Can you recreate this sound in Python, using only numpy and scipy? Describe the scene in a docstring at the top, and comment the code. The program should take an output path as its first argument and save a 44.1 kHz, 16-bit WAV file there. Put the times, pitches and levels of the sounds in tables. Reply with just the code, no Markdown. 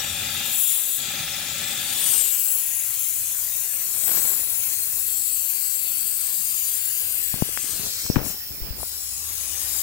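"""A small brick shed: air and condensed water blast from the drain of a compressor tank.
The jet hisses and sputters with water, roars on the wet floor and stirs the shed's low resonances.
A hand-held two-port microphone moves around it, so echoes comb the hiss and narrow bands glide.
Spray patters on the left port; later fingers rub, bump and shade it.
A machine starts to hum near the end."""
import sys
import numpy as np
from scipy import signal
from scipy.fft import rfft, irfft
from scipy.io import wavfile
from scipy.ndimage import uniform_filter1d

SR = 44100
rng = np.random.default_rng(int(sys.argv[2]) if len(sys.argv) > 2 else 0)


def store_wav(level_fs):
    """Save 16-bit WAV to argv[1]."""
    pcm = np.round(np.clip(np.atleast_2d(level_fs), -1, 1) * 32767)
    wavfile.write(sys.argv[1], SR, pcm.T.astype(np.int16))


N = 433062
FRAME, HOP = 1024, 256
TIME_S = np.arange(N) / SR
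FRAMES_S = np.arange(-(-N // HOP) + 1) * HOP / SR
FFT_HZ = np.fft.rfftfreq(N, 1 / SR)
BINS_HZ = np.fft.rfftfreq(FRAME, 1 / SR)[:, None]


def gain_of(db):
    """Decibels to amplitude."""
    return 10 ** (np.asarray(db) / 20)


def unit_rms(x):
    """Scales to rms 1."""
    return x / np.sqrt(np.mean(x ** 2) + 1e-20)


def bell(x, centre, width):
    """Gaussian of height 1."""
    return np.exp(-((x - centre) / width) ** 2)


def follow(rows, times_s=FRAMES_S):
    """Columns of a table, interpolated in time."""
    row_s, *columns = np.transpose(rows)
    return np.array([np.interp(times_s, row_s, c) for c in columns])


def colour(rows, hz=BINS_HZ):
    """Columns of a spectrum, interpolated in log frequency."""
    row_hz, *columns = np.transpose(rows)
    return np.array([np.interp(np.log(hz + 1), np.log(row_hz), c) for c in columns])


def tinted(x, rows):
    """Filters by a spectrum, then scales to rms 1."""
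    return unit_rms(irfft(rfft(x) * gain_of(colour(rows, FFT_HZ)[0]), N))


def wander(slow_hz, fast_hz):
    """Pink drift of rms 1 between two rates."""
    hz = FFT_HZ + 1e-6
    rolloff = np.sqrt(hz * (1 + (slow_hz / hz) ** 4) * (1 + (hz / fast_hz) ** 4))
    return unit_rms(irfft(rfft(rng.standard_normal(N)) / rolloff, N))


def patches(bins, frames):
    """Random time-frequency blotches of rms 1."""
    noise = rng.standard_normal((len(BINS_HZ), len(FRAMES_S)))
    return unit_rms(uniform_filter1d(uniform_filter1d(noise, bins, axis=0), frames, axis=1))


def gates(rows):
    """Summed rise-hold-fade envelopes, per frame."""
    return sum(share * np.clip(np.minimum((FRAMES_S - start) / rise, (end - FRAMES_S) / fade), 0, 1)
               for start, end, rise, fade, share in rows)


def swells(rows):
    """Amplitude of strokes that peak and die away, summed in power."""
    power = 0
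    for peak_s, db, rise_s, fall_s in rows:
        drop_db = 20 * np.maximum((peak_s - TIME_S) / rise_s, (TIME_S - peak_s) / fall_s)
        power += gain_of(db - np.minimum(drop_db, 200)) ** 2
    return np.sqrt(power)


def impulses(per_s, spread_db, max_db):
    """Random clicks of uneven size and sign."""
    size_db = np.minimum(spread_db * rng.exponential(1, N), max_db)
    return gain_of(size_db) * rng.choice([-1, 1], N) * (rng.random(N) < per_s / SR)


def on_left(x, right_db):
    """Stereo from a sound at the left port that leaks to the right."""
    return x * gain_of([[0], [right_db]])


# Each row: frequency in Hz, left-right coherence 0-1.
PORT_COHERENCE = [(60, .9), (240, .92), (480, 0.9), (950, 0.6), (1900, 0.45), (2800, .6), (4400, .5),
                  (7000, .25), (15000, .15)]
# Each row: time in seconds, lag of the right port in ms.
PORT_LAG = [(0, .01), (3.5, .02), (4.2, .11), (4.9, .12), (5.15, .225), (6.8, .22), (7.1, .16), (7.5, .11),
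            (8, -.17), (8.5, -.13), (9, -.11), (9.4, -.085), (9.82, -.08)]


def rush(density_db):
    """Turbulent noise shaped in dB/Hz; the lag between the ports shifts as the microphone turns."""
    white = rng.standard_normal((2, N)) * np.sqrt(SR / 2)
    left, separate = signal.stft(white, nperseg=FRAME, noverlap=FRAME - HOP)[2]
    coherence = colour(PORT_COHERENCE)[0]
    lag_rad = 2 * np.pi * BINS_HZ * follow(PORT_LAG) / 1000
    right = coherence * np.exp(-1j * lag_rad) * left + np.sqrt(1 - coherence ** 2) * separate
    spectra = np.array([left, right]) * gain_of(density_db)
    return signal.istft(spectra, nperseg=FRAME, noverlap=FRAME - HOP)[1][:, :N]


# Each row: time in seconds, lag of the wall echo in ms.
WALL_LAG = [(0, .27), (1.6, .27), (2, .222), (2.25, .237), (2.6, .267), (3.1, .284), (3.5, .28),
            (3.9, .238), (4.15, .26), (4.45, .273), (5.1, .25), (6.2, .241), (7, .224), (7.4, .232),
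            (7.9, .243), (8.45, .278), (9.05, .27), (9.4, .3)]
# Each row: lag as a multiple of the wall's, base ripple in dB.
NEAR_ECHOES = [(1, 1.1), (2, .4)]


def reflections(tremor=.016, beam_hz=8000, swirl=.45, speckle_db=3.8, clutter_db=2.2, count=24):
    """Comb ripple in dB at each port; echo lags slide as the hand moves and shakes."""
    def ripple(lag_ms):
        return np.cos(2 * np.pi * BINS_HZ * lag_ms / 1000)
    shake = np.interp(FRAMES_S, TIME_S, wander(.5, 2.5))
    wall_ms = follow(WALL_LAG)[0] * (1 + tremor * shake)
    distance = wall_ms / wall_ms[0]
    speed = np.abs(np.gradient(distance, FRAMES_S))
    motion = uniform_filter1d(np.clip(speed / .08, .65, 1), 40)
    beamed = np.minimum(BINS_HZ / beam_hz, 1) ** 2  # treble beams straight at the wall
    near_db = sum(db * ripple(multiple * wall_ms) for multiple, db in NEAR_ECHOES)
    ports_db = np.zeros((2, len(BINS_HZ), len(FRAMES_S)))
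    ports_db[0] += beamed * (1 + swirl * motion) * near_db
    for port_db in ports_db:
        port_db += speckle_db * motion * patches(bins=5, frames=28)
        # Later echoes off boxes and pipes, each stretching at its own pace.
        lags_ms = np.geomspace(1.4, 8, count) * rng.uniform(.9, 1.1, count)
        paces, signs = rng.uniform(.4, 1.6, count), rng.choice([-1, 1], count)
        for lag_ms, pace, sign in zip(lags_ms, paces, signs):
            stretch = distance ** (pace / np.sqrt(lag_ms))
            port_db += sign * clutter_db * np.sqrt(2 / count) * ripple(lag_ms * stretch)
    return ports_db * BINS_HZ / (BINS_HZ + 350)  # long waves bend round small things


# Each row: start and end in seconds, start and end centre in Hz, width in Hz, gain in dB.
GLIDES = [(.3, .8, 13250, 13500, 300, 7), (.35, .85, 10250, 10350, 300, 3.5), (0, 1.8, 9350, 9200, 350, 3),
          (.3, 1.7, 14500, 14400, 500, -3.5), (1.97, 2.7, 9400, 7350, 500, 4.5),
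          (2.15, 2.95, 10400, 9000, 450, -2.5), (2.22, 2.45, 11000, 10800, 300, 4),
          (2.25, 3.1, 12800, 10600, 350, 3), (2.22, 2.7, 15000, 12800, 450, -4.5),
          (2.3, 3.15, 15500, 14000, 300, 3), (2.65, 3.55, 6500, 6300, 380, 4.5),
          (3.92, 4.55, 12900, 11000, 380, 3.5), (3.92, 4.4, 14200, 12500, 300, 3.5),
          (3.9, 4.8, 8400, 7400, 380, 3), (3.93, 4.75, 9500, 8100, 320, -4.5),
          (4.25, 5.2, 9700, 11000, 300, 3), (4.3, 5.4, 9200, 9500, 250, -2.5),
          (4.5, 5.3, 11600, 12300, 300, 2.5), (4.55, 6.25, 11250, 11550, 270, -4.5),
          (4.9, 6.6, 7550, 7950, 330, 3), (6.3, 7.3, 7300, 7700, 400, 2.5),
          (7.1, 7.4, 10800, 13000, 700, 3), (7.45, 8.35, 6400, 6350, 350, 5),
          (9.15, 9.9, 13100, 12900, 450, 4)]


def glides(fade_s=.09, ease_power=1.8):
    """Gain in dB of narrow bands that sing or cancel, sliding to rest as jet and microphone move."""
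    gain_db = np.zeros((len(BINS_HZ), len(FRAMES_S)))
    for start_s, end_s, start_hz, end_hz, width_hz, db in GLIDES:
        on = (FRAMES_S > start_s) & (FRAMES_S < end_s)
        t = FRAMES_S[on]
        centre_hz = end_hz + (start_hz - end_hz) * ((end_s - t) / (end_s - start_s)) ** ease_power
        fade = np.minimum(np.minimum(t - start_s, end_s - t) / fade_s, 1)
        gain_db[:, on] += db * fade * bell(BINS_HZ, centre_hz, width_hz)
    return gain_db


# Each row: start, end, rise and fade in seconds, share of the flow 0-1.
AIR_BLASTS = [(-.2, .6, .1, .19, 1), (.45, 1.05, .1, .35, .06), (.97, 2.25, .08, .5, .8),
              (9.15, 9.9, .25, .3, .008)]


def dry_air():
    """Share of dry air breaking through the water in the drain."""
    return gates(AIR_BLASTS)


# Each row: time in seconds, left and right base level in dB/Hz, tilt in dB/octave.
JET_FACING = [(0, -57.5, -73.5, 2), (.45, -57, -73.5, 2), (.95, -58.3, -74, 3), (1.02, -60.5, -76, -1),
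              (1.55, -59.6, -75, 0), (1.9, -58, -74.5, 3), (2.2, -59.5, -73.8, 1.5), (3.2, -58.8, -72, 1.7),
              (3.75, -60, -75.2, 1.7), (4.7, -58.5, -74.7, 1.5), (5.5, -57.6, -76.8, 3.2),
              (7.32, -59, -75.5, 2.2), (7.37, -63, -77, -2), (7.7, -61.5, -77, -4), (7.95, -62, -74, -4.5),
              (8.4, -66.5, -76.5, 2), (9, -65.3, -75.5, -3.5), (9.82, -58.3, -76.5, -4.5)]
# Each row: frequency in Hz, left and right gain in dB.
JET_COLOUR = [(1990, -26.5, -23), (4520, -17, -13.5), (5880, -13.5, -5), (6710, -7, -6), (7700, -4, -8),
              (9200, -5, -10.5), (10500, -4, -6.5), (12000, -5, -4.5), (13000, -4, -1), (14400, -5.7, 3.5),
              (15600, -4.5, 5.5)]
# The hiss swells with mist, and briefly as the finger uncovers the left port.
# Each row: peak and half width in seconds, left and right gain in dB, added tilt in dB/octave.
HISS_SWELLS = [(.68, .2, 3, 1.8, 1.2), (2.11, .24, 6, 4.3, -2.5), (2.47, .17, 2, 0, 1.5),
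               (4.17, .3, 4.6, 1.2, 1.2), (8.29, .04, 3, -2, -3)]


def jet(comb_db, air, dry_db=-7, dry_db_per_octave=-11, patchy_db=1.2, sputter_db=.42):
    """Orifice hiss, softer and duller with dry air; slugs of water make it sputter."""
    swell = sum(np.outer(change, bell(FRAMES_S, peak_s, half_s))
                for peak_s, half_s, *change in HISS_SWELLS)
    left_db, right_db, db_per_octave = follow(JET_FACING) + swell
    level_db = np.array([left_db, right_db]) + dry_db * air
    octaves = np.clip(np.log2((BINS_HZ + 1) / 10000), -1, 1)
    tilt_db = (db_per_octave + dry_db_per_octave * air) * octaves
    density_db = level_db[:, None] + colour(JET_COLOUR) + tilt_db
    density_db[0] += glides()
    sputter = gain_of(sputter_db * wander(20, 240))
    return rush(density_db + comb_db + patchy_db * patches(bins=26, frames=4)) * sputter


# Each row, in both: time in seconds, left and right centre in Hz, left and right base level in dB/Hz.
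UPPER_BAND = [(0, 3650, 3450, -67, -78), (.45, 3550, 3400, -65.7, -71.5), (.75, 3650, 3400, -65.5, -69),
              (1.4, 3650, 3450, -68.5, -76), (2, 3550, 3600, -67.5, -65), (2.22, 3400, 3700, -71, -68),
              (2.4, 3300, 3600, -88, -84), (3.4, 4500, 4300, -95, -92), (3.65, 4700, 4500, -76, -81),
              (3.92, 3900, 4400, -73, -73.5), (4.2, 3700, 4000, -78, -75), (4.98, 4300, 4200, -83, -77),
              (5.08, 4500, 4350, -71.5, -74), (5.7, 4500, 4450, -69.5, -75), (6.15, 4550, 4500, -70.5, -76),
              (6.55, 4850, 4900, -68.5, -73), (6.9, 4550, 4600, -73, -78), (7.7, 4600, 5200, -79, -81),
              (7.85, 5200, 5200, -74, -67), (8.02, 5300, 5250, -70, -66), (8.12, 5300, 5350, -64, -61),
              (8.19, 5300, 5350, -69, -70), (8.3, 5350, 5350, -69, -70), (8.55, 5350, 5350, -72, -68.5),
              (8.75, 5000, 4950, -74, -70), (8.87, 5400, 5100, -70, -72), (9.15, 5300, 5300, -76, -73),
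              (9.4, 5250, 5250, -69.5, -71), (9.82, 5300, 5200, -69, -69.5)]
LOWER_BAND = [(0, 2600, 2600, -84, -83), (.42, 2750, 2700, -73, -72), (.75, 2650, 2700, -75, -73),
              (1.1, 2600, 2650, -82, -80), (1.65, 2600, 2650, -82, -79), (2.05, 2750, 2800, -69, -66.5),
              (2.25, 2900, 2850, -68.5, -66), (2.45, 2900, 2850, -73.5, -73.5),
              (3.05, 2450, 2500, -78, -76.5), (3.4, 2450, 2500, -90, -85), (4.8, 2600, 2600, -84, -82),
              (5.5, 2700, 2500, -79, -76), (6.5, 2750, 2650, -80, -75), (7.15, 2800, 2800, -79, -72),
              (7.55, 2900, 2800, -81, -76), (7.68, 4200, 3400, -74, -86), (7.85, 4200, 4250, -67.5, -72),
              (8.03, 4200, 4250, -66, -71), (8.2, 4300, 4300, -73, -82), (8.3, 4300, 4300, -70, -82),
              (8.5, 4300, 4300, -80, -79), (9, 4300, 4200, -82, -77), (9.82, 4400, 4400, -88, -82)]


def hollow(comb_db, air, half_width_hz=370, dry_db=5, comb_depth=.7):
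    """Two broad moving resonances in the hiss; dry air rings them harder."""
    power = 0
    for band in UPPER_BAND, LOWER_BAND:
        curves = follow(band)[:, None]
        centre_hz, level_db = curves[:2], curves[2:]
        power += (gain_of(level_db) / (1 + ((BINS_HZ - centre_hz) / half_width_hz) ** 2)) ** 2
    return rush(10 * np.log10(power) + dry_db * air + comb_depth * comb_db)


# Each row: frequency in Hz, left and right gain in dB.
ROAR_COLOUR = [(40, -26, -30), (100, -1, 4), (210, 1, -2), (330, -8, -5.5), (487, -16, -16.5),
               (1030, -14.5, -13.5), (1500, -6, -9.5), (2600, -3, -1), (3530, 1.5, 0.5), (4270, -1, -16),
               (6000, -10.5, -11), (10000, -19, -44)]
# Each row: centre and width in Hz, left and right gain in dB.
CORNER_MODES = [(190, 60, 2, 2), (570, 32, 21, 19), (780, 80, 17.5, 13), (880, 60, -2, 8),
                (1060, 90, -3, -6), (1320, 110, 11, 10.5), (1700, 110, 10, 9), (1985, 38, 7, 8),
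                (2125, 35, 5, 6), (2400, 100, 8, 9), (2650, 100, 4, 5), (2990, 120, -6, -4),
                (3350, 80, 7, 6), (3690, 90, 4, 1), (4250, 200, -5, -5), (4580, 100, 11, -4),
                (5200, 180, -3, 3), (5650, 110, 0, 5), (6170, 110, 13, 0), (6480, 130, 15, 2)]


def roar(comb_db, air, blast_db=-69.5, rest_db=-98, flutter_db=1.23, comb_depth=.45):
    """Dry air hits the floor and rings the corner behind the tank."""
    corner_db = sum(np.multiply.outer(db, bell(BINS_HZ, hz, width_hz))
                    for hz, width_hz, *db in CORNER_MODES)
    level_db = 10 * np.log10(air * gain_of(blast_db) ** 2 + gain_of(rest_db) ** 2)
    blast = rush(level_db + colour(ROAR_COLOUR) + corner_db + comb_depth * comb_db)
    return blast * gain_of(flutter_db * wander(1.8, 90))


# Each row: time in seconds, gain in dB.
WASH_GAIN = [(0, -2), (2.2, .8), (3.4, -2.5), (4.1, -.3), (5.6, -1.3), (7.4, 1.5), (8.05, .8), (8.5, -2.5),
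             (9.1, -6), (9.82, 2.5)]
# Each row: frequency in Hz, left and right base level in dB/Hz.
WASH_COLOUR = [(40, -90, -95), (130, -103, -92), (190, -85, -87.5), (268, -93.5, -92.5), (448, -88.5, -90),
               (694, -92, -89.5), (1060, -90, -88.5), (1430, -85.5, -85), (1740, -79.5, -83.5),
               (2100, -80.5, -81), (2600, -79.5, -80), (3300, -80.5, -79.5), (4700, -82.5, -82),
               (9000, -88, -90), (15600, -68, -95)]


def wash(comb_db, patchy_db=2.04, comb_depth=.75):
    """Diffuse rush that fills the shed."""
    density_db = follow(WASH_GAIN)[0] + colour(WASH_COLOUR)
    return rush(density_db + comb_depth * comb_db + patchy_db * patches(bins=10, frames=8))


# Each row: time in seconds, level in dB/Hz.
BOOM_LEVEL = [(.25, -73), (.7, -85), (1.4, -69), (2.5, -79), (3.3, -70), (3.8, -77), (4.3, -72),
              (4.9, -71.5), (5.5, -79), (7.3, -73), (8.9, -75), (9.82, -71)]
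# Each row: peak and half width in seconds, centre and half width in Hz, level in dB/Hz.
BOOM_FLARES = [(.2, .2, 92, 14, -60), (6.02, .06, 190, 20, -71), (6.42, .08, 190, 20, -71),
               (7.0, .35, 470, 70, -83)]


def boom(mode_hz=93, mode_half_width_hz=30):
    """Turbulence stirs the shed's low resonances, alike at both ports."""
    white = rfft(rng.standard_normal(N)) * np.sqrt(SR / 2)

    def ringing(hz, half_hz):
        return irfft(white / (1 + ((FFT_HZ - hz) / half_hz) ** 2), N)
    flares = sum(ringing(hz, half_hz) * gain_of(db) * bell(TIME_S, peak_s, half_s)
                 for peak_s, half_s, hz, half_hz, db in BOOM_FLARES)
    return ringing(mode_hz, mode_half_width_hz) * gain_of(follow(BOOM_LEVEL, TIME_S)[0]) + flares


# Each row: peak in seconds, level in dB, seconds to rise and to fall 20 dB.
SPRAY_GUSTS = [(4.0, -43, .65, .5), (4.08, -32.5, .04, .55), (4.32, -38, .03, .06), (4.68, -46, .2, .2)]
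# Each row: frequency in Hz, gain in dB.
SPRAY_COLOUR = [(40, -26), (130, -1.5), (400, -1.5), (900, -2.5), (2000, -4.5), (4000, -7.5), (9000, -28)]


def spray():
    """Fine drops tap the left port."""
    taps = tinted(impulses(per_s=380, spread_db=.5, max_db=2), SPRAY_COLOUR)
    return on_left(taps * swells(SPRAY_GUSTS), right_db=-17)


# Each row: peak in seconds, level in dB, seconds to rise and to fall 20 dB.
RUB_STROKES = [(7.35, -38, .012, .3), (7.87, -38, .45, .06), (8.05, -37, .04, .06), (8.105, -30, .02, .08),
               (8.168, -20.5, .025, .14), (8.52, -41, .1, .2), (8.68, -35.5, .15, .17),
               (8.82, -39, .3, .05)]
# Each row: frequency in Hz, gain in dB.
RUB_COLOUR = [(20, -4), (60, 0.5), (150, -2.5), (300, -6.5), (600, -14), (1200, -22), (2500, -29),
              (6000, -45)]


def rubs(grip_db=3):
    """Sliding fingers stick and slip on the microphone housing."""
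    friction = tinted(rng.standard_normal(N), RUB_COLOUR)
    grip = gain_of(grip_db * wander(25, 200))
    return on_left(unit_rms(friction * grip) * swells(RUB_STROKES), right_db=-27)


# Each row: start in seconds, level in dB, initial pitch in Hz, decay in seconds.
FINGER_THUDS = [(7.341, -7.5, 201, .0025), (7.4227, 3.5, 233, .0024), (7.489, -21.5, 523, .002),
                (7.643, -24, 380, .003), (7.795, -23, 260, .004), (8.1003, 6.5, 240, .0015),
                (8.1611, -3.5, 337, .0039), (8.1673, 2.8, 190, .0042), (8.266, -18, 260, .003),
                (8.507, -25, 130, .012), (8.617, -13, 56, .011), (8.642, -21, 70, .014),
                (8.666, -29, 330, .004), (8.706, -13, 95, .009), (8.796, -23, 111, .011)]
# Each row: start in seconds, level in dB, initial pitch in Hz.
HOUSING_TICKS = [(7.341, -12, 800), (7.4219, -8, 800), (7.5747, -2, 1800), (8.064, -17, 1200),
                 (8.158, -6, 2200), (8.1596, -2.5, 1560), (8.1655, -3, 1080), (8.166, -10, 2400),
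                 (8.804, -20, 900), (8.831, -10, 800)]


def bumps(slowing_s=.007, rise_cycles=.18, tick_decay_cycles=.68):
    """Fingertips thud and the gripped housing ticks: pressure swings that slow as they die."""
    ticks = [(start_s, db, hz, tick_decay_cycles / hz) for start_s, db, hz in HOUSING_TICKS]
    sound = np.zeros(N)
    t = TIME_S[:SR // 8]
    for start_s, db, hz, decay_s in list(FINGER_THUDS) + ticks:
        cycles = hz * t * (1 + 1 / (1 + t / slowing_s)) / 2
        envelope = np.exp(-t / decay_s) * (1 - np.exp(-cycles / rise_cycles))
        at = round(start_s * SR)
        sound[at:at + len(t)] -= gain_of(db) * envelope * np.sin(2 * np.pi * cycles)
    return on_left(sound, right_db=-27)


# Each row: peak in seconds, level in dB, seconds to rise and to fall 20 dB.
SCRAPE_STROKES = [(7.38, -45, .06, .06), (7.76, -42, .05, .1), (7.87, -39, .1, .04),
                  (8.19, -30.5, .04, .18), (8.66, -44, .2, .15), (8.803, -42, .09, .03)]
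# Each row: frequency in Hz, gain in dB.
SCRAPE_COLOUR = [(80, -16), (220, -3), (420, 1), (650, -1), (900, -8), (1800, -13), (3500, -22),
                 (7000, -42)]


def scrapes():
    """Skin catches on the housing and lets go in tiny gritty slips."""
    slips = tinted(impulses(per_s=420, spread_db=3, max_db=9), SCRAPE_COLOUR)
    return on_left(slips * swells(SCRAPE_STROKES), right_db=-22)


# Each row: start, end, closing and opening in seconds, share covered 0-1.
FINGER_COVERS = [(8.06, 8.25, .11, .025, .85), (8.32, 8.81, .02, .05, .3), (8.38, 8.8, .33, .04, .65)]
# Each row: frequency in Hz, gain under full cover in dB.
COVER_COLOUR = [(1000, -3), (3000, -5), (7000, -18), (11000, -14), (14200, -3)]


def finger_shade():
    """Gain in dB at each port; a finger muffles the left one."""
    left_only = np.array([1, 0])[:, None, None]
    return left_only * colour(COVER_COLOUR) * gates(FINGER_COVERS)


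# Each row: time in seconds, level in dB.
HUM_LEVEL = [(8.3, -75), (8.9, -53), (9.2, -52), (9.82, -47.5)]


def hum(pitch_hz=69.5, pitch_waver=.06, waver_db=1.8):
    """A machine's low wavering tone, alike at both ports."""
    cycles = np.cumsum(pitch_hz * (1 + pitch_waver * wander(2, 14))) / SR
    level_db = follow(HUM_LEVEL, TIME_S)[0] + waver_db * wander(2, 14)
    running = TIME_S > HUM_LEVEL[0][0]
    return np.sqrt(2) * np.sin(2 * np.pi * cycles) * gain_of(level_db) * running


# Each row: time in seconds, base level in dB/Hz.
DRONE_LEVEL = [(8.8, -110), (8.95, -84), (9.4, -77), (9.82, -75)]
# Each row: centre and half width in Hz, gain in dB.
DRONE_MODES = [(350, 12, 0), (800, 35, -5), (1040, 20, -5), (1152, 25, 2), (1281, 20, -4)]


def drone():
    """Faint fuzzy resonances of the humming machine."""
    modes = sum(gain_of(db) / (1 + ((BINS_HZ - hz) / half_hz) ** 2) for hz, half_hz, db in DRONE_MODES)
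    return rush(follow(DRONE_LEVEL)[0] + 20 * np.log10(modes))


def scene():
    """Stereo mix; echoes and the shading finger colour the drain's sounds and the wash."""
    air = dry_air()
    comb_db = reflections() + finger_shade()
    drain = jet(comb_db, air) + hollow(comb_db, air) + roar(comb_db, air)
    shed = wash(comb_db) + boom()
    contact = spray() + rubs() + bumps() + scrapes()
    return drain + shed + contact + hum() + drone()


def record(dry, cutoff_hz=15820):
    """Steep low-pass on both channels."""
    taps = signal.firwin(601, cutoff_hz, window=("kaiser", 8), fs=SR)
    return signal.oaconvolve(dry, taps[None], "same", axes=1)


dry = scene()
out = record(dry)
store_wav(out)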